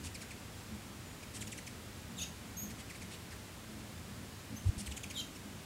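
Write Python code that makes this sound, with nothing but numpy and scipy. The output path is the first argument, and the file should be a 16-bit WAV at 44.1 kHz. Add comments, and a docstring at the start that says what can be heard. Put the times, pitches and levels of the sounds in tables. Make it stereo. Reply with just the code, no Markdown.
"""A rasp and falling chips open a squabble of hummingbirds at window feeders, over wing hum and low rumble.
Chips are diving harmonic stacks shaped by throat and beak; rasps are noise chopped by a slapping membrane.
Squeals pair two drifting voices; whistles are near-pure tones with an octave; glass and wall throw calls back.
Wings hum in harmonics of the beat, puffs of air nudge the microphone (one with a thump), and shaped noise
makes the outdoor rumble and hiss."""
import sys
import numpy as np
from scipy import signal
from scipy.fft import rfft, irfft
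from scipy.io import wavfile
from scipy.ndimage import uniform_filter1d

SR = 44100
rng = np.random.default_rng(int(sys.argv[2]) if len(sys.argv) > 2 else 0)


def generate_wav(signal):
    """Clip the signal to [-1, 1] and save it as 16-bit WAV at the path in sys.argv[1]."""
    frames = np.transpose(np.atleast_2d(signal))
    scaled = np.clip(frames, -1, 1) * 32767
    pcm = np.round(scaled).astype(np.int16)
    wavfile.write(sys.argv[1], SR, pcm)


N = 249165
T = np.arange(N) / SR

# Chips, short notes that dive in pitch: centre_s, centre_pitch_hz, fall_hz_per_s, length_s,
# level_db, roughness (0-1), overtones_db, beak_hz
CHIPS = [(.154, 2400, 48200, .022, -47, 0.05, 6.5, 7700), (.222, 2175, 48000, .027, -48.5, 0.1, 0.5, 7300),
         (.314, 2282, 56000, .018, -49.5, 0.03, 0, 7400), (1.234, 2500, 40200, .018, -51.5, 0.33, -3, 7000),
         (1.419, 3050, 116800, .023, -44, 0, 4.5, 7900), (1.476, 3100, 123000, .015, -47.5, 0.08, 5, 6000),
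         (1.526, 2900, 118000, .02, -46, .06, 0, 7200), (1.583, 2700, 104000, .02, -47.5, 0, 7, 7950),
         (1.673, 2800, 112200, .02, -48, 0.07, 5, 7300), (2.71, 2200, 39800, .022, -52, 0.47, 4, 7000),
         (2.906, 2280, 52200, .022, -49.5, 0.15, -1.5, 7200),
         (2.957, 2190, 49600, .022, -51.5, 0.25, -4, 5200), (3.023, 2250, 36300, .024, -49.5, 0.3, 1, 7000),
         (3.323, 1980, 43700, .034, -52.5, 0.32, -2, 5170),
         (4.87, 3130, 121500, .023, -45.5, 0.18, 3, 7660),
         (4.92, 3170, 124000, .017, -45.5, 0.12, -1, 6800),
         (4.973, 3020, 115000, .018, -43.5, 0.17, 4, 7700), (5.04, 2870, 124300, .017, -44, 0, 2, 6700),
         (5.11, 2650, 86000, .019, -45, .1, 1, 7000), (5.363, 2400, 50000, .02, -54.5, 0.47, 4, 5200)]
# Throat colour of the chips: frequency_hz, gain_db
THROAT = [(1400, 6), (2000, 3.5), (2480, 6.5), (2950, 3.5), (3550, 3), (4500, -1), (5800, 0), (7600, 1),
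          (9500, 0.5), (11500, -7), (15000, -16)]
# Strength of a chip's partials, from the fundamental up: level_db
PARTIALS_DB = [3, 0, -0.5, -2.5, 0, -7]
# Drift of those partials as the chip dives, weight passing from octave to fundamental: change_db_per_s
PARTIALS_DB_PER_S = [238, -220, 20, -50, -50, -50]
CHIP_HISS_DB = -11
BEAK_DB, BEAK_WIDTH_HZ = 4.5, 1500

# Rasps, longer and harsh, often opening a run of chips: centre_s, length_s, level_db, treble_db,
# beak_hz, throat_ring_hz
RASPS = [(.06, 0.049, -47.5, 2, 7000, 2500), (1.362, 0.046, -47, 4, 8150, 5600),
         (2.803, 0.042, -53, -5, 7960, 3100), (3.134, 0.065, -52, -5.5, 7800, 3870),
         (4.681, 0.039, -56.5, 2, 8000, 5300), (4.801, 0.045, -46, 5, 8900, 5340)]
# Low throat resonance of a rasp, also in the chips' hiss: frequency_hz, gain_db
RASP_BODY = [(1000, -31), (1900, -1), (2800, 1), (3700, -1.5), (4600, -1), (8000, -42)]
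# Treble of a rasp, also in the chips' hiss: frequency_hz, gain_db
RASP_TREBLE = [(3000, -31), (4400, -6), (5300, 0), (6300, -3), (9300, -1), (11200, -9), (15500, -28)]
# Falling voice that emerges from a rasp: time_from_centre (note lengths), pitch_hz
RASP_PITCH = [(-.5, 4210), (0, 3200), (.3, 2690), (.5, 1890)]
RASP_VOICE_DB = -9
SLAPS_PER_S = 270  # average; the membrane slaps unevenly
RING_DB, RING_WIDTH_HZ = 4.5, 190

# Squeal whose two voices part, waver, rejoin and dive: time_s, lower_hz, upper_hz, level_db, sum_tone_db
WAVERING_SQUEAL = [(2.168, 3740, 3743, -64, 9), (2.177, 3710, 3776, -55, 0), (2.183, 3555, 3740, -51, -9),
                   (2.187, 3380, 3705, -49, 2), (2.192, 3094, 3536, -48, 0), (2.201, 2593, 3533, -47, -4),
                   (2.209, 2525, 3550, -47, -4), (2.216, 2845, 3634, -46, 3), (2.224, 3020, 3860, -44, 2.5),
                   (2.231, 2890, 3600, -45.5, 4), (2.237, 2700, 3020, -49, -1.5),
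                   (2.248, 2380, 2500, -59, 6)]
# Squeal whose upper voice arches before both dive: time_s, lower_hz, upper_hz, level_db, sum_tone_db
ARCHED_SQUEAL = [(5.141, 3776, 3800, -61, 0), (5.154, 3710, 3784, -52, -17), (5.162, 3510, 3750, -45, -17),
                 (5.166, 3450, 3730, -45, -7), (5.178, 3170, 3740, -41.5, -8),
                 (5.191, 3144, 4040, -44.5, -4), (5.2, 3197, 4050, -41.5, -13),
                 (5.205, 3130, 3770, -45, 0.5), (5.211, 3040, 3110, -44, -4), (5.218, 2430, 2600, -57, 0)]
# Voicing of each squeal: shape (a table above), upper_voice_db, fringe_tones_db, rough_edge_db
SQUEAL_CALLS = [(WAVERING_SQUEAL, 3.1, -1, -7.5), (ARCHED_SQUEAL, -2, -4.5, -11.5)]
# Fringe tones that the two voices make together: lower_voice (cycles), upper_voice (cycles)
FRINGE_CYCLES = [(-1, 2), (2, 0), (3, 0), (2, 1), (1, 2), (0, 3), (3, 1), (2, 2), (1, 3)]
# Balance of the fringe tones, in the same order: level_db
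FRINGE_DB = [-10, -16, -16.5, -18, -22.5, -15, -17, -22, -26]
# Rough edge of a squeal: frequency_hz, gain_db
SQUEAL_EDGE = [(1500, -18), (2800, -1), (4500, -2), (6500, 1), (9000, -3), (12000, -3), (14000, -9),
               (15500, -28)]

# Whistle whose level dips briefly, then fades: time_s, pitch_hz, level_db, octave_db
WHISTLE = [(2.568, 6170, -49, -12), (2.572, 6530, -46, -7), (2.6, 6600, -44, -6), (2.614, 6530, -53, -5),
           (2.622, 6730, -44, -3), (2.632, 6710, -49, -3), (2.642, 6370, -52, -6), (2.659, 6340, -55, -11),
           (2.666, 6000, -63, -10)]
# Faint gliding peeps: start_s, length_s, first_hz, last_hz, level_db, octave_db
PEEPS = [(.57, .065, 7300, 7700, -65, -20), (1.045, 0.085, 7170, 6830, -64, -29),
         (4.34, 0.058, 6700, 6600, -69, -20), (4.56, 0.025, 6080, 6450, -51, -7)]
PEEP_ATTACK_SHARE, PEEP_ONSET_DB, PEEP_FADE_DB = .25, -10, -5.5

# Wingbeat spectrum: multiple (of the wingbeat), level_db
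WING = [(2, -3), (3, -9.5), (4, -1), (5, -6.5), (6, -8.5), (7, -19.5), (9, -18)]
# Birds darting close by: nearest_s, span_s (time to cover the miss distance), wingbeat_hz, level_db
PASSES = [(.07, 0.072, 50.08, -52), (.27, 0.031, 57.1, -55), (.74, 0.033, 52.1, -52.5),
          (1.42, 0.035, 53.98, -50), (1.58, 0.025, 57.1, -55), (1.93, 0.059, 54.1, -59.5),
          (2.2, 0.059, 45.2, -50.5), (2.66, 0.043, 53.74, -50), (3.1, 0.19, 44.72, -55),
          (3.77, 0.041, 52.7, -51), (3.97, 0.057, 43.4, -53), (4.22, 0.025, 49.24, -49),
          (4.54, 0.016, 53.7, -45.5), (4.79, 0.033, 51.96, -48), (4.97, 0.014, 48.1, -51),
          (5.2, 0.055, 51.75, -55), (5.5, 0.033, 51.9, -52.5)]
HOVER_DB = -68  # birds hovering at the feeders
DOPPLER_SHARE = .015  # the hum is higher as a bird nears, lower as it leaves

# Air on the microphone: centre_s, half_length_s, pitch_hz, level_db, left_minus_right_db, left_lag_rad
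PUFFS = [(0.069, 0.034, 81, -44, 2, 0), (0.737, 0.019, 80, -46, -2, -0.15),
         (4.671, 0.012, 88.5, -22.5, -12, 1.7), (4.694, 0.0059, 80.7, -17, 0, -1.57),
         (4.78, 0.0067, 75.4, -33.5, -5, -0.53), (4.897, 0.026, 70, -37.5, 12.5, -2.1)]
# Colour of the outdoor background: frequency_hz, density_db (relative, per Hz)
AIR = [(15, -49), (25, -20), (75, -1.5), (113, -1), (144, -7.5), (204, -4.5), (260, -8), (305, -11),
       (552, -16), (614, -15.5), (666, -17.5), (2300, -20.5), (6210, -26), (7300, -25), (15500, -34.5)]
# Stereo width of the background: frequency_hz, side_minus_mid_db
AIR_SIDE = [(60, -9), (110, -0.5), (200, -3.5), (380, -0.5), (700, 0), (1290, -1), (2380, -1.5), (4400, -2),
            (8120, -1.5), (15000, 1)]
AIR_DB = -49
TOP_HZ = 15750


def undb(db):
    """Decibels to gain."""
    return 10 ** (np.asarray(db) / 20)


def unit(x):
    """Scale to rms 1."""
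    return x / np.sqrt(np.mean(x ** 2))


def noise():
    """White noise for the whole scene."""
    return rng.standard_normal(N)


def gain_at(hz, points):
    """Gain of a (Hz, dB) spectrum, read along log frequency."""
    f, db = np.transpose(points)
    return undb(np.interp(np.log(np.maximum(hz, 1)), np.log(f), db))


def colour(x, points):
    """Filter by a (Hz, dB) spectrum."""
    return irfft(rfft(x) * gain_at(np.fft.rfftfreq(N, 1 / SR), points), N)


def walk(rate):
    """Smooth random curve of rms 1 that changes about rate times a second."""
    f = np.fft.rfftfreq(N, 1 / SR)
    return unit(irfft(rfft(noise()) / (1 + (f / rate) ** 4), N))


def turn(hz):
    """Phase of an oscillator that follows a pitch curve."""
    return 2 * np.pi * np.cumsum(hz) / SR


def gesture(rows, size=130):
    """A soft on-off gate and the control curves of one call, rounded over size samples."""
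    s, *columns = np.transpose(rows)
    gate = 1. * ((T > s[0]) & (T < s[-1]))
    curves = [gate] + [np.interp(T, s, c) for c in columns]
    return [uniform_filter1d(c, size) for c in curves]


def pan(x, db):
    """Place a sound by its left minus right level."""
    return x * undb(np.array([[db], [-db]]) / 2)


def beak(hz, centre_hz):
    """Gain of the open beak's resonance."""
    return undb(BEAK_DB * np.exp(-((hz - centre_hz) / BEAK_WIDTH_HZ) ** 2))


def note_span(s, length):
    """Samples of a short note, their times from its centre, and its flat-topped swell."""
    i = np.flatnonzero(abs(T - s) < length)
    t = T[i] - s
    return i, t, np.exp(-(2.15 * t / length) ** 4)


def chips(jitter=0.106, jitter_hz=800, shimmer_db=4.5, shimmer_hz=330, count=6):
    """Harmonic stacks dive in pitch through throat and beak resonances, hissier the rougher they are."""
    out, shake = np.zeros(N), walk(jitter_hz)
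    # every partial flickers on its own
    shimmer = [undb(shimmer_db * walk(shimmer_hz)) for _ in range(count)]
    breath = colour(noise(), RASP_BODY) + colour(noise(), RASP_TREBLE)
    hiss = undb(CHIP_HISS_DB) * unit(breath)
    for s, pitch_hz, fall_hz_per_s, length, db, rough, over_db, beak_hz in CHIPS:
        i, t, swell = note_span(s, length)
        dive_hz = np.maximum(pitch_hz - fall_hz_per_s * t, pitch_hz / 2)
        hz = dive_hz * np.exp(jitter * rough * shake[i])
        phase = turn(hz)
        note = 0
        for k in range(1, count + 1):
            partial_db = PARTIALS_DB[k - 1] + PARTIALS_DB_PER_S[k - 1] * t + over_db * (k > 1)
            resonance = gain_at(k * hz, THROAT) * beak(k * hz, beak_hz)
            audible = k * hz < SR / 2  # avoids aliasing
            level = resonance * undb(partial_db) * audible * shimmer[k - 1][i]
            note = note + level * np.sin(k * phase)
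        breathy = np.clip(rough, 0, 1)
        voice = np.sqrt(1 - breathy) * unit(swell * note) * np.sqrt(np.mean(swell ** 2))
        out[i] += undb(db) * (voice + (1 + 2 * breathy) * swell * hiss[i])
    return out


def rasps(unevenness=0.28, depth=0.36, jitter=0.069, jitter_hz=700):
    """An unevenly slapping membrane chops air into a ringing buzz; a rough falling voice emerges."""
    out, shake = np.zeros(N), jitter * walk(jitter_hz)
    slap_hz = SLAPS_PER_S * (1 + unevenness * walk(146))
    slaps = 1 + depth * np.cos(turn(slap_hz))
    body, treble = (colour(slaps * noise(), points) for points in (RASP_BODY, RASP_TREBLE))
    for s, length, db, treble_db, beak_hz, ring_hz in RASPS:
        i, t, swell = note_span(s, length)
        f = np.fft.rfftfreq(len(i), 1 / SR)
        ring = undb(RING_DB * np.exp(-((f - ring_hz) / RING_WIDTH_HZ) ** 2))
        airflow = body[i] + undb(treble_db) * treble[i]
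        buzz = unit(irfft(rfft(airflow) * beak(f, beak_hz) * ring, len(i)))
        hz = np.interp(t / length, *np.transpose(RASP_PITCH)) * np.exp(shake[i])
        voiced = np.clip(.5 + t / length, 0, 1)
        voice = undb(RASP_VOICE_DB) * 2 * voiced * slaps[i] * np.sin(turn(hz))
        out[i] += undb(db) * swell * (np.sqrt(1 - voiced ** 4) * buzz + voice)
    return out


def squeal(shape, upper_db, fringe_db, edge_db, jitter=0.016, jitter_hz=780,
           flutter_db=1.0, flutter_hz=220, break_db=4, break_hz=110):
    """Two sides of the syrinx share one airflow: a sum tone, broken fringe tones and an edge that beats."""
    gate, low_hz, high_hz, db, sum_db = gesture(shape)
    a, b = (turn(hz * (1 + jitter * walk(jitter_hz))) for hz in (low_hz, high_hz))
    # each voice flutters in level
    lower, upper = (unit(undb(flutter_db * walk(flutter_hz))) * np.sin(phase) for phase in (a, b))
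    voices = (lower + undb(upper_db) * upper) * np.sqrt(2 / (1 + undb(2 * upper_db)))
    sum_tone = np.sqrt(2) * undb(sum_db) * np.sin(a + b)
    fringe = 0
    for (m, n), tone_db in zip(FRINGE_CYCLES, FRINGE_DB):
        level = undb(fringe_db + tone_db + break_db * walk(break_hz))
        fringe = fringe + level * np.sin(m * a + n * b)
    beating = 1 + np.cos(a - b)
    edge = undb(edge_db) * unit(colour(noise(), SQUEAL_EDGE)) * beating
    return gate * undb(db) * (voices + sum_tone + fringe + edge)


def whistle(rows, jitter=0.00305):
    """A thin, nearly pure note with its octave."""
    gate, hz, db, octave_db = gesture(rows)
    phase = turn(hz * (1 + jitter * walk(320)))
    tone = np.sin(phase) + undb(octave_db) * np.sin(2 * phase)
    return np.sqrt(2) * gate * undb(db) * tone


def peep(start, length, first_hz, last_hz, db, octave_db):
    """A short whistle on a straight glide that swells quickly and fades."""
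    rows = []
    for u, swell_db in [(0, PEEP_ONSET_DB), (PEEP_ATTACK_SHARE, 0), (1, PEEP_FADE_DB)]:
        hz = first_hz + u * (last_hz - first_hz)
        rows.append((start + u * length, hz, db + swell_db, octave_db))
    return whistle(rows)


def wing_hum(phase, gains):
    """Harmonics of one wingbeat, each from a random phase."""
    return sum(gain * np.sin(k * phase + rng.uniform(0, 2 * np.pi)) for (k, _), gain in zip(WING, gains))


def hovering_wings(wander=0.0395, swell_db=3):
    """Three birds hover, each humming on its own wavering wingbeat."""
    hover = 0
    for beat_hz, side_db in [(45, 8.0), (52.5, -8), (55, -1)]:
        phase = turn(beat_hz * (1 + wander * walk(4.85)))
        hum = wing_hum(phase, [undb(db + 2 * walk(10)) for _, db in WING])
        hover = hover + pan(hum * undb(swell_db * walk(1.7)), side_db)
    return unit(hover) * undb(HOVER_DB)


def passing_wings(wander=0.0306, side_db=-1.5):
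    """Birds hum past, strongest when nearest, with a Doppler fall in pitch."""
    out, waver = 0, wander * walk(9.04)
    gains = [undb(db + 4.2 * walk(8.7)) for _, db in WING]
    for s, span, beat_hz, db in PASSES:
        along = (T - s) / span
        nearness = 1 / np.hypot(1, along)
        phase = turn(beat_hz * (1 + waver - DOPPLER_SHARE * along * nearness))
        out = out + pan(undb(db) * nearness * unit(wing_hum(phase, gains)), side_db)
    return out


def puffs():
    """Eddies push on each microphone port in brief low swings, unequally and out of step."""
    out = 0
    for s, half, hz, db, side_db, lag in PUFFS:
        push = -np.cos(2 * np.pi * hz * (T - s) - np.array([[lag], [0]]))
        swell = np.exp(-((T - s) / half) ** 2)
        out = out + pan(undb(db) * swell * push, side_db)
    return out


def outdoors(swell_db=0.02):
    """Low rumble and smooth far hiss from coloured noise, wide between the ears and almost steady."""
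    mid, side = (unit(colour(noise(), AIR)) for _ in range(2))
    wide = mid + colour(side, AIR_SIDE) * np.array([[1], [-1]])
    return wide * undb(AIR_DB + swell_db * walk(0.56))


def house(x, side_db, glass_s, glass_db, tail_db, t60, build_s):
    """Direct sound, a quick echo off the window and a short scatter that builds from wall and eaves."""
    t = T[:SR // 2]
    decay = undb(-60 * t / t60)
    build = np.clip(t / build_s, 0, 1) ** 2
    scatter = rng.standard_normal((2, len(t))) * decay * build
    scatter /= np.sqrt(np.sum(scatter ** 2, axis=1, keepdims=True))
    echo = np.roll(x, int(glass_s * SR))
    tail = signal.fftconvolve(x[None], scatter, axes=1)[:, :N]
    return pan(x + undb(glass_db) * echo, side_db) + undb(tail_db) * tail


def scene():
    """Chatter from almost straight ahead, squeals and whistles a little to the right, wings and air."""
    chatter = house(chips() + rasps(), side_db=.4, glass_s=.0045, glass_db=-10,
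                    tail_db=-6, t60=.22, build_s=.009)
    squeals = sum(squeal(*row) for row in SQUEAL_CALLS)
    whistles = whistle(WHISTLE) + sum(peep(*row) for row in PEEPS)
    calls = house(squeals + whistles, side_db=-4.0, glass_s=0.0022, glass_db=-26,
                  tail_db=-2.5, t60=0.31, build_s=0.014)
    return chatter + calls + hovering_wings() + passing_wings() + puffs() + outdoors()


def record(dry):
    """The recorder blocks steady pressure and cuts the top."""
    dry = signal.sosfilt(signal.butter(1, 8, "high", fs=SR, output="sos"), dry)
    return signal.sosfilt(signal.ellip(12, .1, 80, TOP_HZ, fs=SR, output="sos"), dry)


dry = scene()
out = record(dry)
generate_wav(out)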